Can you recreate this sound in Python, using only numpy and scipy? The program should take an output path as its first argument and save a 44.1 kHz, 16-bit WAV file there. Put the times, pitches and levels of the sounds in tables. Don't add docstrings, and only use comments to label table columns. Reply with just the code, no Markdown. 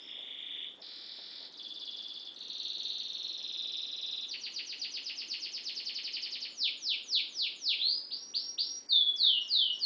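import sys
import numpy as np
from scipy import signal
from scipy.fft import rfft, irfft, next_fast_len
from scipy.io import wavfile
from scipy.ndimage import uniform_filter1d, minimum_filter1d

SR = 44100
rng = np.random.default_rng(int(sys.argv[2]) if len(sys.argv) > 2 else 0)


def invert_db(level):
    return 10 ** (np.asarray(level, dtype=float) / 20)


def store_pcm(level_fs):
    pcm = np.round(np.clip(level_fs, -1, 1) * 32767).astype(np.int16)
    wavfile.write(sys.argv[1], SR, np.atleast_2d(pcm).T)


N = 434385
BEFORE = SR // 4


def evened(x):
    return x / np.sqrt(np.mean(x ** 2) + 1e-20)


def read(points, hz):
    f, value = np.transpose(points)
    return np.interp(np.log(hz + 1), np.log(f + 1), value)


def add(mix, s, sound):
    part = mix[round(s * SR) + BEFORE:][:len(sound)]
    part += sound[:len(part)]


def coloured(x, points):
    size = next_fast_len(len(x) + 4096)
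    gain = invert_db(read(points, np.fft.rfftfreq(size, 1 / SR)))
    return irfft(rfft(x, size) * gain, size)[:len(x)]


def canary():
    out = np.zeros(BEFORE + N)
    sing_phrases(out)
    sing_quick_sweeps(out)
    sing_slow_sweeps(out)
    sing_single_notes(out)
    return out


def whistle(s, hz, db, flutter=.002, uneven_db=1.44, edge_ms=2.985):
    t = np.arange(s[0], s[-1], 1 / SR)
    pitch = uniform_filter1d(np.interp(t, s, hz), size=60 + len(t) // 40, mode="nearest")
    wobble = evened(uniform_filter1d(rng.standard_normal(len(t)), 150))
    turns = np.cumsum(pitch * (1 + flutter * wobble)) / SR + rng.random()
    effort = invert_db(np.interp(t, s, db + uneven_db * rng.standard_normal(len(s))))
    edge = np.clip(np.minimum(t - s[0], s[-1] - t) * 1e3 / edge_ms, 0, 1)
    return np.sqrt(2) * effort * np.sin(np.pi / 2 * edge) ** 2 * np.sin(2 * np.pi * turns)


def trill(numbers, marks, spread_db=1.0259):
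    every = np.arange(numbers[-1] + 1)
    s, db = (np.interp(every, numbers, column) for column in np.transpose(marks))
    return np.transpose([s, db + spread_db * rng.standard_normal(len(every))])


# (time after start [ms], pitch [Hz], effort [dB])
ROLL_SHAPE = [
    [(-3, 1700, -8), (2, 2150, -8), (8, 2700, -11)],
    [(10, 2600, -3), (18, 3250, -1), (24, 3700, -3)],
    [(28, 3850, 2), (32, 3500, 10), (36, 2900, 7)],
]
BUZZ_SHAPE = [
    [(1, 5850, -8), (5, 5197, -1), (8, 4415, 4.5), (12, 2690, 8.5)],
    [(10, 3192, -5), (14, 713, -9.5)],
]
CHIP_SHAPE = [
    [(-0.5, 7000, -20.5), (8.5, 5100, -10), (9, 4980, -1.5), (14.5, 4450, -5), (23, 3850, -8.5),
     (27, 3509, -1.5), (31.5, 3424, 4), (34, 2455, -3)],
]
TWIN_HIGH_SHAPE = [
    [(6.5, 6600, 1.5), (10, 5976, -5.5), (13.5, 4630, -10.5)],
    [(22.86, 4860, -7), (27.17, 4299, 5), (29.19, 3850, 8), (34.27, 3311, -3), (37.34, 2155, -6)],
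]
TWIN_LOW_SHAPE = [
    [(7, 6300, -4.5), (11, 5450, -7), (16.5, 4400, -4.5)],
    [(18.73, 4250, -5.5), (24.3, 3950, 2.5), (28.76, 3600, 3), (32.86, 3299, -6), (36.48, 2086, -9)],
]
RISE_SHAPE = [
    [(2.09, 2300, -8.5), (5.2, 3030, -8), (11.1, 3742, 3.5), (19.4, 4450, 7), (38.9, 4900, 6),
     (53.1, 5200, -17.5), (70, 5450, -4.5), (127.5, 5600, -2.5), (219.2, 5700, -5)],
]
FALL_SHAPE = [
    [(0, 7000, -17.5), (12.184, 5300, -20.5), (19.935, 4950, -14.5), (45.68, 4500, -2), (75.11, 3880, 0.5),
     (111.9, 3480, -3), (151, 3130, -7.5), (188.96, 2925, -6.5), (217.65, 2880, -5.5)],
]
ROLL_NUMBERS = [0, 4, 6, 13, 20]
BUZZ_NUMBERS = [0, 3, 6, 8, 14, 26]
CHIP_NUMBERS = [0, 4, 7, 12]
TWIN_NUMBERS = [0, 2, 3, 10, 14, 19, 22, 31, 38]
# (time [s], level [dB])
ROLL_MARKS = [(-0.15, -53.5), (0.006, -55.5), (0.082, -50), (0.3571, -47.5), (0.6371, -46.5)]
BUZZ_MARKS = [(0.8139, -50.5), (.885, -48.5), (0.9565, -47.5), (1.01, -47.5), (1.163, -47.5), (1.447, -49)]
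CHIP_MARKS = [(1.5677, -45), (1.7903, -41), (1.962, -41.5), (2.2456, -43.5)]
TWIN_MARKS = [(2.336, -48.5), (2.425, -45.5), (2.4736, -42), (2.8243, -39), (3.0251, -40.5), (3.2705, -42),
              (3.4183, -38), (3.8571, -40), (4.2021, -38)]
RISE_STARTS = [(8.103, -45), (8.334, -39), (8.575, -37.5)]
FALL_STARTS = [(9.157, -27), (9.474, -27), (9.788, -27)]
# (from [s], to [s])
TWIN_SINKS = (2.95, 3.6)


def sing_phrases(out):
    phrases = [(ROLL_SHAPE, ROLL_SHAPE, trill(ROLL_NUMBERS, ROLL_MARKS)),
               (BUZZ_SHAPE, BUZZ_SHAPE, trill(BUZZ_NUMBERS, BUZZ_MARKS)),
               (CHIP_SHAPE, CHIP_SHAPE, trill(CHIP_NUMBERS, CHIP_MARKS)),
               (TWIN_HIGH_SHAPE, TWIN_LOW_SHAPE, trill(TWIN_NUMBERS, TWIN_MARKS)),
               (RISE_SHAPE, RISE_SHAPE, RISE_STARTS),
               (FALL_SHAPE, FALL_SHAPE, FALL_STARTS)]
    for early, late, starts in phrases:
        for s, level_db in starts:
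            detune, stretch = 1 + [.006, .03] * rng.standard_normal(size=2)
            sag = np.interp(s, TWIN_SINKS, [0, 1])
            for a, b in zip(early, late):
                ms, hz, db = ((1 - sag) * np.array(a) + sag * np.array(b)).T
                pace = stretch if ms[-1] < 50 else 1
                add(out, s + ms[0] / 1e3, whistle(ms / 1e3 * pace, hz * detune, db + level_db))


UPPER_EFFORT = [-5.5, -7, -1, 5.5, -1.5]
# (time after the middle [ms], pitch [Hz], effort [dB])
LOWER_VOICE = [(0, 4900, 11.5), (6.84, 4417, 13), (13.805, 3940, 3), (22.25, 3470, 1), (29.18, 2884, 9.5),
               (35.88, 1362, -10)]
# (full gap [Hz], overlap [Hz])
GAP_CLOSES = (5250, 5700)


def quick_sweep(beat, handover_hz, level_db, top_hz=7290, gap_s=.003, entry_db=5):
    lead = .75 * (beat - 0.0601)
    hurry_db = 77 * (lead - 0.044)
    ms, hz, db = np.transpose(LOWER_VOICE)
    change = -lead * (handover_hz - hz[0]) / (top_hz - hz[0])
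    upper_end = change - gap_s * np.interp(handover_hz, GAP_CLOSES, [1, -.5])
    s = np.linspace(-lead, upper_end, len(UPPER_EFFORT))
    upper_hz = np.interp(s, [-lead, 0], [top_hz, hz[0]])
    upper = s, upper_hz, np.add(UPPER_EFFORT, level_db + hurry_db)
    lower = np.r_[change, ms / 1e3], np.r_[handover_hz, hz], np.r_[entry_db, db] + level_db
    return upper, lower


# (time of the middle [s], level [dB])
QUICK_MIDDLES = [(4.312, -48.5), (4.437, -47), (4.564, -46), (4.697, -47), (4.819, -46.5), (4.945, -47),
                 (5.069, -47), (5.19, -49), (5.312, -47.5), (5.432, -48), (5.549, -47), (5.667, -47),
                 (5.772, -49), (5.867, -48), (5.958, -47), (6.048, -47.5), (6.14, -47.5), (6.232, -47.5),
                 (6.327, -47), (6.423, -48.5)]
# (time [s], pitch [Hz])
VOICE_CHANGE = [(4.4, 5070), (4.9, 5221), (5.2, 5850), (6.4, 5807)]


def sing_quick_sweeps(out):
    beats = np.diff([s for s, _ in QUICK_MIDDLES])
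    for (s, level_db), beat in zip(QUICK_MIDDLES, np.r_[beats[0], beats]):
        handover_hz = np.interp(s, *np.transpose(VOICE_CHANGE))
        for voice in quick_sweep(beat, handover_hz, level_db):
            add(out, s + voice[0][0], whistle(*voice))


# (pitch [Hz], effort [dB])
SLOW_SHAPE = [(7480, -8), (6850, -3), (6320, -10.5), (5850, -1), (5165, 6), (4347, 9.5), (3553, 10),
              (2790, 3), (2096, -9)]
# (time of the middle [s], lead [s], tail [s], level [dB])
SLOW_MIDDLES = [(6.602, 0.086, 0.0842, -43), (6.852, .094, 0.0967, -42.5), (7.114, .096, 0.0903, -41.5),
                (7.378, .104, 0.098, -43), (7.649, .11, 0.0921, -42)]


def sing_slow_sweeps(out):
    hz, db = np.transpose(SLOW_SHAPE)
    for s, lead, tail, level_db in SLOW_MIDDLES:
        times = np.interp(np.linspace(-1, 1, len(hz)), [-1, 0, 1], [-lead, 0, tail])
        add(out, s - lead, whistle(times, hz, db + level_db))


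# (time [s], pitch [Hz], level [dB])
SINGLE_NOTES = [
    [(.801, 5106, -58.5), (.812, 5460, -64)],
    [(1.522, 6857, -47.5), (1.53, 5264, -63), (1.538, 4610, -53), (1.545, 3155, -38)],
    [(6.495, 7163, -49.5), (6.54, 6805, -52), (6.565, 6320, -53.5)],
    [(7.79, 3109, -39), (7.83, 4040, -33.5), (7.87, 4311, -31.5), (7.91, 4767, -35.5), (7.95, 4903, -34),
     (7.985, 4981, -33.5)],
    [(8.887, 4856, -45.5), (8.9, 4587, -33), (8.928, 3656, -26.5), (8.97, 3463, -30), (9.05, 3365, -38),
     (9.1, 3425, -30.5), (9.125, 3370, -44.5)],
]


def sing_single_notes(out):
    for note in SINGLE_NOTES:
        add(out, note[0][0], whistle(*np.transpose(note)))


# (time [s], pitch [Hz], level [dB])
FAR_CHIRPS = [
    [(0, 5000, -60), (.024, 5394, -60), (.06, 5310, -61), (.1, 5205, -62), (.15, 5260, -68.5)],
    [(9.22, 5410, -62), (9.33, 5330, -67.5)],
    [(9.41, 5585, -54), (9.465, 5542, -57.5)],
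    [(9.54, 5292, -64), (9.6, 5252, -64.5)],
    [(9.722, 5588, -56.5), (9.78, 5450, -51.5)],
]


def neighbour():
    out = np.zeros(BEFORE + N)
    for chirp in FAR_CHIRPS:
        add(out, chirp[0][0], whistle(*np.transpose(chirp), flutter=0.028, edge_ms=5.6))
    return out


# (time [s], peak level [dB], pitch [Hz], t60 [s])
FAR_KNOCKS = [(0.17, -54.5, 540, 0.62), (0.775, -53, 507, 0.414), (1.18, -48, 485, 0.19),
              (1.397, -54.5, 570, 0.58), (2.761, -57.5, 440, 0.33), (3.638, -58, 538, 0.32),
              (9.235, -52, 1390, 0.37)]


def knocks():
    out, t = np.zeros(BEFORE + N), np.arange(SR // 3) / SR
    for s, db, hz, t60 in FAR_KNOCKS:
        band = signal.butter(2, [hz * .72, hz * 1.524], "band", fs=SR, output="sos")
        ring = evened(signal.sosfilt(band, rng.standard_normal(len(t))))
        add(out, s, invert_db(db - 6.0 - 60 * t / t60) * ring * np.minimum(t / 0.0097, 1))
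    return out


# (frequency [Hz], t60 [s])
TAIL_DECAY = [(500, 0.945), (2000, 0.333), (3500, 0.4126), (5000, 0.472), (7000, 0.3097)]
# (delay [ms]), then (level [dB])
SLAP_MS = np.array([1.7, 3.5, 7.8, 10.3, 11.3, 13, 16.5, 18.2])
SLAP_DB = np.array([-8.0, -9.5, -10, -12.5, -11, -11, -13, -5.5])
# (frequency [Hz], level [dB])
WALL_COLOUR = [(1500, -0.5), (3000, 2.5), (4500, -1.5), (5300, -3), (6000, -12), (7000, -1.5)]


def room(x, tail_db=2.0, turns_per_s=0.3498, spread_ms=.6):
    out, t = np.zeros(len(x)), np.arange(len(x)) / SR
    for k in range(3):
        taps = np.zeros(SR // 2)
        at = np.arange(0, len(taps) - 16, 16)
        taps[at + rng.integers(0, 16, len(at))] = rng.choice([-1., 1.], len(at))
        hz, lag, z = signal.stft(taps, SR, nperseg=128)
        decay = invert_db(-60 * lag / read(TAIL_DECAY, hz)[:, None])
        tail = signal.istft(z * decay, SR, nperseg=128)[1]
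        tail *= np.clip(np.arange(len(tail)) / SR / 0.0073, 0, 1)
        tail *= invert_db(tail_db) / np.linalg.norm(tail)
        delay_ms = SLAP_MS + spread_ms * rng.uniform(-1.1685, 1, len(SLAP_MS))
        tail[(delay_ms * SR / 1e3).astype(int)] += invert_db(SLAP_DB)
        share = np.sqrt(2 / 3) * np.cos(np.pi * (turns_per_s * t + k / 3))
        out += signal.oaconvolve(x * share, tail)[:len(x)]
    return x + coloured(out, WALL_COLOUR)


# (frequency [Hz], level [dB per Hz])
AIR_SPECTRUM = [(15, -30.5), (60, -18), (103, -23), (182, -10.5), (283, -1), (680, -9.5), (1250, -13),
                (2400, -15.5), (4000, -16.5), (6000, -24.5), (7000, -23.5), (7500, -29.5), (8500, -31.5),
                (9200, -50)]


def air(level_db=-63.5, patch_db=0.51):
    frames, hz = N // 256 + 5, np.fft.rfftfreq(1024, 1 / SR)
    a, b, patches = rng.standard_normal((frames, 513, 3)).T
    patches = evened(uniform_filter1d(uniform_filter1d(patches, 14, 0), 20, 1))
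    z = (a + 1j * b) * invert_db(read(AIR_SPECTRUM, hz)[:, None] + patch_db * patches)
    return invert_db(level_db) * evened(signal.istft(z, nperseg=1024, noverlap=768)[1][:N])


# (frequency [Hz], level [dB])
MIC_RESPONSE = [(100, 0), (5000, -2), (5800, -3), (6400, -10), (7000, -20), (7400, -36.5), (8000, -59.5),
                (22000, -81)]


def scene():
    birds = coloured(room(canary() + neighbour()), MIC_RESPONSE)
    return ((birds + knocks())[BEFORE:] + air())[None]


# (frequency [Hz], level [dB])
MIRROR_LEAK = [(7900, -63), (8500, -12.5), (9000, -13), (9500, -27), (10000, -34), (10300, -73)]


def sampling_mirror(x, sampling_hz=16000):
    mirror = 2 * x * np.cos(2 * np.pi * sampling_hz * np.arange(N) / SR)
    return coloured(mirror, MIRROR_LEAK)


# (frequency [Hz], share [-])
OPEN_SHARE = [(5500, 1), (6500, .75), (7200, .45), (8300, .35), (9200, .15), (10000, .12)]


def flickering_treble(x, mask_db=34, jump_db=12, leak_db=-22):
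    hz, _, z = signal.stft(x, SR, nperseg=256)
    power = uniform_filter1d(abs(z) ** 2, size=3, axis=1)
    ranked = np.sort(power, axis=1)
    rank = ((1 - read(OPEN_SHARE, hz)) * (power.shape[1] - 1)).astype(int)
    weak = power < ranked[np.arange(len(hz)), rank][:, None]
    loudest = -minimum_filter1d(-power.max(axis=0), size=9, origin=-4)
    song_band = abs(hz[:, None] - 3900) < 1400
    masked = (power < loudest * invert_db(-2 * mask_db)) & song_band
    masked &= power[hz > 2000].max(axis=0) < loudest * invert_db(-2 * jump_db)
    return signal.istft(z * np.where(weak | masked, invert_db(leak_db), 1), SR, nperseg=256)[1][:N]


def low_pass(x):
    return signal.sosfilt(signal.butter(12, 10100, fs=SR, output="sos"), x)


def record(dry):
    mix = flickering_treble(dry[0] + sampling_mirror(dry[0]))[None]
    mix = mix * np.clip((N - np.arange(N)) / 200, .7, 1)
    return low_pass(mix)


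dry = scene()
out = record(dry)
store_pcm(out)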